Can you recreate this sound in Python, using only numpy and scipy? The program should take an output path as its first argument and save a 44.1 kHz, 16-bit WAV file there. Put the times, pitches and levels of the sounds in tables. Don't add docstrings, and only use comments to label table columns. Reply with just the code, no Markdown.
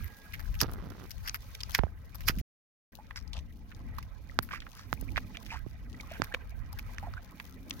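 import sys
import numpy as np
from scipy import signal
from scipy.fft import rfft, irfft, next_fast_len
from scipy.io import wavfile
from scipy.ndimage import uniform_filter1d

SR = 44100
rng = np.random.default_rng(int(sys.argv[2]) if len(sys.argv) > 2 else 0)


def inscribe(sig):
    pcm = np.round(np.clip(np.atleast_2d(sig).T, -1, 1) * 32767)
    wavfile.write(sys.argv[1], SR, pcm.astype(np.int16))


N = 343980
FALL = np.log(1000)
# (centre_hz, width_hz)
PORT_LOW, PORT_HIGH, PORT_DIP = (5000, 2000), (12900, 3600), (8300, 2500)
MUTE_START_S, MUTE_END_S = 2.4145, 2.92
LAG_BEFORE_SAMPLES, LAG_AFTER_SAMPLES = 19, 5


def undb(db):
    return 10 ** (np.asarray(db) / 20)


def unit(x):
    return x / np.sqrt(np.mean(x ** 2))


def band(x, hz, width_hz):
    return signal.lfilter(*signal.iirpeak(hz, hz / width_hz, fs=SR), x)


def colour(x, points):
    size = next_fast_len(N)
    hz, db = np.transpose(points)
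    bin_hz = np.arange(size // 2 + 1) * SR / size
    gain = undb(np.interp(np.log(bin_hz + 1), np.log(hz), db, left=-80, right=-80))
    return unit(irfft(rfft(x, size) * gain, size)[..., :N])


def walk(rate_hz):
    hold = int(SR / rate_hz)
    steps = np.repeat(rng.standard_normal(N // hold + 1), hold)
    smooth = uniform_filter1d(uniform_filter1d(steps, hold), hold)
    return unit(smooth[:N])


def pair(noise, alike):
    alike = np.clip(alike, 0, 1)
    return np.sqrt(alike) * noise[2] + np.sqrt(1 - alike) * noise[:2]


def curves(table):
    s, *columns = np.transpose(table)
    return [np.interp(np.arange(N) / SR, s, c) for c in columns]


def sides(left_minus_right_db):
    return undb(np.array([left_minus_right_db, -left_minus_right_db]) / 2)


def add(out, start_s, x):
    i = int(start_s * SR)
    out[:, i:i + x.shape[1]] += x[:, :N - i]


def late(x):
    after = np.arange(N) > MUTE_END_S * SR
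    right = np.where(after, np.roll(x[1], LAG_AFTER_SAMPLES), np.roll(x[1], LAG_BEFORE_SAMPLES))
    return np.array([x[0], right])


def burst(body_db, hz, low_db, high_db, shape, ragged_db, width, alike, left_db, size, opens=1):
    chance = rng.standard_normal((4, len(shape)))
    ragged = undb(ragged_db * np.repeat(chance[3, ::size], size)[:len(shape)])
    tear = pair(chance, alike) * shape * ragged
    body = band(tear * opens, hz, width * hz)
    body = band(band(body, hz, 1.7 * hz), hz, 1.7 * hz)
    low = band(band(tear, *PORT_LOW), *PORT_LOW)
    high = band(band(tear, *PORT_HIGH), *PORT_HIGH)
    body, low, high = (undb(db) * part / np.abs(part).max()
                       for db, part in ((body_db, body), (low_db, low), (high_db, high)))
    return body + sides(left_db)[:, None] * (low + high)


# start_s, body_db, body_hz, spray_db, t60_s (4 ms floor)
SMACK_EVENTS = [(0.037, -35, 1900, -51.5, 0.093), (0.335, -27, 2140, -44, 0.047),
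                (0.394, -36, 1630, -44.5, 0.039), (0.542, -36.5, 2250, -46, 0.037),
                (0.604, -14, 2850, -22, 0.011), (0.632, -27, 1350, -23, 0.01),
                (1.107, -38, 2450, -32.5, 0.025), (1.275, -26.5, 2240, -29, 0.03),
                (1.294, -30, 2030, -23, 0.007), (1.344, -21, 1670, -33, 0.041),
                (1.548, -29.5, 3120, -35.5, 0.023), (1.605, -27, 3500, -42, 0.027),
                (1.633, -30.5, 2570, -25, 0.013), (1.689, -33, 1040, -66, 0.056),
                (1.776, -39, 1800, -40, 0.036), (2.145, -41.5, 1120, -39.5, 0.05),
                (2.206, -36, 1980, -43.5, 0.031), (2.302, -24, 1390, -36, .015),
                (2.386, -36, 2230, -38.5, 0.035), (3.108, -29.5, 1590, -55, 0.019),
                (3.159, -32, 1750, -35, 0.0077), (3.2, -54, 3000, -48, 0.013),
                (3.211, -49, 1500, -50, 0.01), (3.225, -54, 2500, -51, .008),
                (3.189, -59, 3050, -45, 0.011), (3.277, -57, 1770, -44.5, 0.0099),
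                (3.332, -28.5, 3400, -43, 0.021), (3.367, -34, 3350, -61, 0.0085),
                (3.378, -37, 3380, -54, 0.0079), (3.39, -38, 3400, -51, 0.019),
                (3.717, -39, 1710, -82, 0.03), (3.984, -29, 1200, -38.5, 0.026),
                (4.027, -40, 2140, -43.5, 0.026), (4.425, -40, 1970, -41.5, 0.063),
                (4.489, -35.5, 1690, -65, .015), (4.509, -27.5, 1420, -66, 0.027),
                (4.603, -31, 3130, -74, 0.013), (4.619, -38, 1940, -72, 0.041),
                (4.666, -34.5, 1380, -65, 0.024), (4.793, -38, 1210, -48, 0.0051),
                (5.1599, -21, 1880, -48, 0.021), (5.1691, -19, 1960, -57, 0.018),
                (5.176, -21, 2350, -60, 0.018), (5.1782, -16, 1580, -35, 0.019),
                (5.37, -27, 2440, -39, 0.0073), (5.463, -35.5, 2760, -44, 0.02),
                (6.239, -36, 1770, -32.5, 0.029), (6.3401, -15.5, 2040, -35, 0.026),
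                (6.727, -38.5, 1100, -38.5, 0.034), (6.788, -28, 2080, -37, 0.032),
                (6.983, -25.5, 1870, -36, 0.0036), (7.137, -32.5, 1360, -44, 0.0061),
                (7.399, -27, 1720, -41, 0.022), (7.708, -17.5, 3020, -28.5, 0.0095)]
SPRAY_TOP_DB, SPRAY_RISE_DB = -2, 11
SPRAY_LEFT_DB = 13.5


def smacks():
    out, t = np.zeros((2, N)), np.arange(SR // 8) / SR
    for start_s, body_db, hz, spray_db, t60_s in SMACK_EVENTS:
        t60_s = max(t60_s, .004)
        tail = np.exp(-FALL * (t / t60_s) ** 1.69)
        crack = 3.5 * np.exp(-t / 0.00074)
        shape = (1 - np.exp(-t / 0.00014)) * (tail + crack)
        top_db = spray_db + SPRAY_TOP_DB + SPRAY_RISE_DB * np.log2(t60_s / 0.026)
        ragged_db = 8.1 * np.clip(t / 0.0029, 0, 1)
        smack = burst(body_db, hz, spray_db, top_db, shape, ragged_db, 0.53, 0.42, SPRAY_LEFT_DB, size=40)
        add(out, start_s, sides(-4.0)[:, None] * smack)
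    return late(out)


BUBBLES_PER_S, BUBBLE_CYCLES, BUBBLE_SPREAD = 800, 4, 0.26


def bubbles(hz, shape):
    out, t = np.zeros((2, len(shape))), np.arange(SR // 50) / SR
    rows = rng.standard_normal((len(shape) // 50, 5)) * (BUBBLE_SPREAD, 4, .3, 3, 1)
    starts_s = np.cumsum(np.exp(rows[:, 4] - .5) / BUBBLES_PER_S)
    for start_s, (pitch, size_db, glide, pan_db, _) in zip(starts_s, rows):
        if start_s * SR < len(shape) - len(t):
            turns = hz * np.exp(pitch) * t
            swell = turns * np.exp(-turns * np.e / BUBBLE_CYCLES)
            pop = np.sin(2 * np.pi * turns * (1 + glide * turns / 20)) * swell
            i = int(start_s * SR)
            out[:, i:i + len(t)] += sides(pan_db)[:, None] * shape[i] * undb(size_db) * pop
    return out / np.abs(out).max()


# peak_s, body_db, body_hz, spray_db, t60_s, left_minus_right_db
SPLAT_EVENTS = [(0.6139, -17.5, 1430, -11, 0.061, -4.5), (1.27, -34, 1325, -35.5, 0.088, 2.5),
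                (1.73, -48, 2160, -41, 0.022, 8), (1.75, -11, 1900, -12.5, 0.053, -3.5),
                (2.2852, -15.5, 1780, -15, 0.065, -8), (3.361, -45, 815, -63, 0.078, -2),
                (3.172, -38, 1900, -31, 0.04, 0), (3.364, -50, 3470, -62, 0.067, 19.5),
                (4.54, -34, 1890, -41, 0.084, -7.5), (4.791, -46.5, 1780, -45, 0.15, 2),
                (5.352, -38.5, 2400, -74, 0.026, -6), (5.525, -34.5, 2010, -41, 0.12, 0),
                (6.13, -39, 2300, -47, 0.12, 0)]
SWELL_SHARE = 0.73
SPLAT_TOP_DB = -3.5
HARD_DB = -25
OPEN_S = 0.0084
BUBBLE_DB = 1.5


def splats():
    out, ahead = np.zeros((2, N)), np.zeros((2, N))
    lead_s = 1 / 10
    t = np.arange(SR // 4) / SR - lead_s
    for peak_s, body_db, hz, spray_db, t60_s, pan_db in SPLAT_EVENTS:
        away = np.where(t < 0, -t / SWELL_SHARE, t) / t60_s
        top_db = spray_db + SPLAT_TOP_DB
        pan = sides(pan_db)[:, None]
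        if body_db > HARD_DB:
            shape = np.exp(-FALL * away) + 2.5 * np.exp(-np.abs(t) / .0018)
            opens = np.exp(np.minimum(t, 0) / OPEN_S)
            splat = burst(body_db, hz, spray_db, top_db, shape, 2.5, .9, .45, 0, size=90, opens=opens)
            add(ahead, peak_s - lead_s, pan * splat)
        else:
            shape = np.exp(-FALL * away ** 2)
            hiss = burst(body_db - BUBBLE_DB, hz, spray_db, top_db - 6, shape, 4, .45, .8, 0, size=60)
            add(out, peak_s - lead_s, pan * (hiss + undb(body_db) * bubbles(hz, shape)))
    return late(out) + ahead


# start_s, level_db, pitch_hz, t60_s, glide_share (over t60)
POCKET_EVENTS = [(2.986, -47, 796, 0.07, 0.34), (4.533, -30.5, 1092, 0.025, 0.26),
                 (5.176, -16.5, 746, 0.0064, -0.16), (4.545, -53, 2670, .07, -0.032),
                 (5.503, -38.5, 2420, 0.038, 0.096), (5.513, -45, 2035, 0.025, 0.17),
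                 (5.518, -44, 872, 0.1, 0.46), (5.54, -40.5, 900, 0.037, -0.089),
                 (5.556, -37.5, 1420, 0.017, -1), (5.944, -45, 1960, 0.022, 0.037),
                 (5.997, -37, 2340, 0.032, -0.23), (6.033, -47.5, 1190, 0.045, -0.37),
                 (6.113, -35.5, 656, 0.029, -0.0074), (6.317, -41.5, 1460, 0.05, 1),
                 (6.34, -31, 482, 0.034, 0.17), (7.027, -39.5, 766, 0.094, 0.8),
                 (7.069, -41.5, 752, 0.048, -.3), (7.168, -42.5, 1414, 0.049, 0.37)]


def pockets():
    out, t = np.zeros((2, N)), np.arange(SR // 8) / SR
    for start_s, level_db, hz, t60_s, glide in POCKET_EVENTS:
        flutter = uniform_filter1d(rng.standard_normal(len(t)), size=100) * 10
        pitch_hz = hz * (1 + glide * np.minimum(t / t60_s, 1) + 0.022 * flutter)
        turn = 2 * np.pi * np.cumsum(pitch_hz) / SR
        decay = np.exp(-FALL * (t / t60_s) ** 1.6 + 0.48 * flutter[::-1])
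        shape = (1 - np.exp(-t / 0.001)) ** 2 * decay
        add(out, start_s, sides(-4.0)[:, None] * undb(level_db) * shape * np.sin(turn))
    return late(out)


# start_s, level_db, pitch_hz, t60_s
THUD_EVENTS = [(0.034, -35, 80, 0.15), (2.2972, -20.5, 116, 0.0039), (2.372, -31.5, 197, 0.044),
               (3.38, -29, 67, 0.048)]


def thuds():
    out, t = np.zeros((2, N)), np.arange(SR // 8) / SR
    for start_s, level_db, hz, t60_s in THUD_EVENTS:
        swing = np.sin(2 * np.pi * hz * t) * (1 - np.exp(-t / 0.0038)) * np.exp(-FALL * t / t60_s)
        add(out, start_s, undb(level_db) * sides(-1.1)[:, None] * swing / np.abs(swing).max())
    return out


# freq_hz, gain_db
RUB_SPECTRUM = [(100, 2), (250, -7.5), (800, -18), (1400, -13.5), (2100, -25.5), (6000, -38)]
DRAG_START_S, DRAG_END_S, DRAG_DB = .62, 1.06, -46.5
DRAG_JOLT_DB, DRAG_JOLT_S, DRAG_EDGE_S = 19.5, 0.043, 0.0027


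def drag():
    chance = rng.standard_normal((N // 50, 3)).T
    at = np.cumsum(1 + SR / 230 * np.exp(.5 * chance[0])).astype(int)
    inside = at < N
    slips, sharp = np.zeros(N), np.zeros(N)
    slips[at[inside]] = -undb(3.5 * chance[1][inside])
    sharp[at[inside]] = chance[2][inside] > 0
    blunt = uniform_filter1d(uniform_filter1d(slips * (1 - sharp), size=18), size=18)
    decay = np.exp(-1 / (0.00053 * SR))
    scratch = signal.lfilter([1], [1, -decay], slips) * rng.standard_normal(N)
    rub = colour(slips * sharp + 2.3 * blunt + 0.32 * scratch, RUB_SPECTRUM)
    t = np.arange(N) / SR - DRAG_START_S
    hold = np.clip(np.minimum(t, DRAG_END_S - DRAG_START_S - t) / DRAG_EDGE_S, 0, 1)
    level_db = DRAG_DB + DRAG_JOLT_DB * np.exp(-np.abs(t) / DRAG_JOLT_S)
    return rub * hold * undb(level_db) * np.array([[.25], [1.3]])


# start_s, crack_db, crack_hz, edge_db, thump_db, thump_hz, first_swing (1 out, -1 in)
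KNOCK_EVENTS = [(1.7889, -12, 870, -47, -28, 126, 1), (1.7913, -10.5, 1520, -39, -11.5, 48.6, 1),
                (1.8357, -12.5, 666, -42, -14, 68, 1), (1.868, -31.5, 624, -65, -38, 76.2, 1),
                (4.3894, -2.5, 1336, -12.5, -19.5, 105, -1), (4.9288, -8, 1260, -28, -21, 128, -1),
                (5.026, -31.5, 413, -69, -30, 110, -1), (5.664, -30.5, 352, -72, -25, 108.5, -1),
                (6.199, -19.5, 260, -67, -50, 118, -1), (6.2194, -6.5, 1350, -18.5, -23.5, 116, -1)]
KNOCK_CYCLES = 4.4
SCUFF_DB, SCUFF_S = -33, 0.018


def knocks():
    out, t = np.zeros((2, N)), np.arange(SR // 8) / SR
    for start_s, crack_db, hz, edge_db, thump_db, thump_hz, swing in KNOCK_EVENTS:
        onset = 1 - np.exp(-(t * hz / 0.13) ** 2)
        crack = swing * np.sin(2 * np.pi * hz * t) * np.exp(-FALL * t * hz / KNOCK_CYCLES) * onset
        edge = np.exp(-t / 0.00086) * rng.standard_normal(len(t))
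        ring = band(band(edge, *PORT_LOW), PORT_LOW[0], 6000)
        ring = ring + .2 * band(band(edge, *PORT_HIGH), *PORT_HIGH)
        rebound = np.sin(2 * np.pi * thump_hz * (t - .004)) * (t > .004) * np.exp(-1.1 * thump_hz * t)
        pull = 0.68 * np.exp(-((t - .0036) / 0.0011) ** 2)
        grit = band(band(rng.standard_normal(len(t)) ** 3, 990, 1800), 990, 1800)
        scuff = unit(grit) * np.exp(-t / SCUFF_S)
        blow = undb(crack_db) * crack / np.abs(crack).max()
        blow = blow + undb(edge_db) * ring / np.abs(ring).max()
        blow = blow + undb(thump_db) * (rebound - pull + undb(SCUFF_DB) * scuff)
        add(out, start_s, np.array([[.03], [1]]) * blow)
    return out


# time_s, rumble_db, buffet_db
GUSTS = [(0.0, -39.5, -56.5), (0.2, -56, -62), (0.5, -36, -63.5), (0.72, -41, -58.5), (1.04, -49.5, -57),
         (1.12, -46, -66), (2.2, -45.5, -62), (2.4, -37.5, -53), (2.93, -59.5, -61), (3.2, -47.5, -64.5),
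         (3.86, -42.5, -53.5), (4.1, -48, -64.5), (4.4, -43.5, -53), (4.75, -48, -66), (5.04, -40.5, -50),
         (5.42, -49.5, -54.5), (5.65, -40.5, -65), (5.95, -47.5, -54), (6.3, -43, -64), (6.93, -39.5, -57),
         (7.28, -47.5, -60), (7.8, -47, -48.5)]
# time_s, left_minus_right_db
RUMBLE_LEAN = [(0, -15), (.45, 12), (1.7, 4), (2.2, 5.5), (3.25, 8.5), (4.1, -6.5), (6.4, -8), (6.9, 1.5),
               (7.8, -4)]
# freq_hz, gain_db
RUMBLE_SPECTRUM = [(15, -44), (30, 1), (60, -0.5), (100, -4), (160, -18), (300, -38.5)]
# freq_hz, gain_db
BUFFET_SPECTRUM = [(100, -20), (170, -1.5), (280, -5.5), (370, -16), (700, -27), (1500, -45)]
MOAN_HZ, MOAN_HZ_PER_DB = 214.2, 5.5
MOAN_WALK_HZ, MOAN_DB = 35, -7


def wind():
    rumble_db, buffet_db = curves(GUSTS)
    rumble = colour(pair(rng.standard_normal((3, N)), 0.24), RUMBLE_SPECTRUM)
    rumble = rumble * undb(rumble_db + 3.7 * np.array([walk(7.8), walk(11)]))
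    puffs = colour(pair(rng.standard_normal((3, N)), 0.85) * undb(1.9 * walk(30)), BUFFET_SPECTRUM)
    pitch_hz = MOAN_HZ + MOAN_HZ_PER_DB * (buffet_db - buffet_db.mean()) + 12 * walk(6.7)
    turn = 2 * np.pi * np.cumsum(pitch_hz) / SR
    moan = unit(walk(MOAN_WALK_HZ) * np.sin(turn) + walk(MOAN_WALK_HZ) * np.cos(turn))
    buffet = (puffs + undb(MOAN_DB) * moan) * undb(buffet_db)
    return rumble * sides(*curves(RUMBLE_LEAN)) + buffet * sides(-0.41)[:, None]


def grains(per_s, spread_db):
    hits = (rng.random(N) < per_s / SR) * undb(spread_db * rng.exponential(size=N))
    hits = hits * rng.choice([-1, 1], N)
    return unit(late([hits, hits]) * sides(23.0 * walk(28)))


# time_s, gurgle_db, fizz_db
SEEP_LEVELS = [(0.0, -59.5, -57), (0.53, -58.5, -55.5), (0.85, -62, -63), (1.2, -61.5, -59),
               (1.7, -59.5, -55), (1.95, -66, -71), (2.25, -59, -56), (2.93, -65, -67), (3.2, -62.5, -68.5),
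               (3.55, -69.5, -69.5), (3.94, -57.5, -67.5), (4.2, -63.5, -67.5), (4.97, -62.5, -60),
               (5.5, -60, -60.5), (5.85, -65.5, -68.5), (6.2, -50.5, -56), (6.55, -61, -71),
               (6.95, -55.5, -57.5), (7.2, -57.5, -69), (7.4, -61, -57), (7.6, -63.5, -67),
               (7.8, -58.5, -55.5)]
# freq_hz, gain_db
GURGLE_SPECTRUM = [(300, -3), (600, -6), (900, -4.5), (1500, -6), (2200, -5), (3000, -18), (4500, -21.5)]
# freq_hz, gain_db
FIZZ_SPECTRUM = [(2500, -3), (5000, -9), (6500, -8.5), (7200, -14), (10200, -13), (13000, -11.5),
                 (15500, -10.5), (18000, 2.5)]


def seep():
    gurgle_db, fizz_db = curves(SEEP_LEVELS)
    gurgle = 0
    for hz in np.geomspace(450, 4500, num=12):
        patchy = unit(pair(rng.standard_normal((3, N)), .3) * undb(4.5 * walk(70)))
        cavity = band(band(patchy + .7 * grains(40, 2), hz, hz / 9), hz, hz / 4)
        gurgle = gurgle + unit(cavity) * np.sqrt(hz)
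    fizz, shared = 0, np.abs(grains(70, 3))
    decay = np.exp(-1 / (.0008 * SR))
    for hz, width_hz in (PORT_LOW, PORT_HIGH):
        spits = signal.filtfilt([1], [1, -decay], shared + np.abs(grains(80, 3)))
        hiss = rng.standard_normal((2, N)) * (undb(3.5 * walk(70)) + 1.5 * unit(spits))
        fizz = fizz + unit(band(hiss, hz, 1.6 * width_hz)) * np.sqrt(width_hz)
    return (colour(gurgle, GURGLE_SPECTRUM) * undb(gurgle_db) * sides(-5.0)[:, None]
            + colour(fizz, FIZZ_SPECTRUM) * undb(fizz_db) * sides(2.9)[:, None])


WHINE_HZ, WHINE_DB, WHINE_END_S = 1642, -61, .37


def whine():
    t = np.arange(N) / SR
    turn = 2 * np.pi * np.cumsum(WHINE_HZ * (1 + 0.0038 * walk(57))) / SR
    fade = np.clip((WHINE_END_S - t) / .04, 0, 1)
    return undb(WHINE_DB) * fade * np.sin(turn) * sides(-10)[:, None]


def scene():
    feet = smacks() + splats() + pockets() + thuds()
    return feet + drag() + knocks() + wind() + seep() + whine()


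TOP_HZ = 16000


def record(dry):
    t = np.arange(N) / SR
    ports = dry - 0.26 * band(dry, *PORT_DIP)
    edges_s = [MUTE_START_S - .001, MUTE_START_S, MUTE_END_S, MUTE_END_S + .002]
    mute = np.interp(t, edges_s, [1, 0, 0, 1])
    low_pass = signal.ellip(8, .2, 70, TOP_HZ, fs=SR, output="sos")
    return signal.sosfilt(low_pass, ports * mute)


dry = scene()
out = record(dry)
inscribe(out)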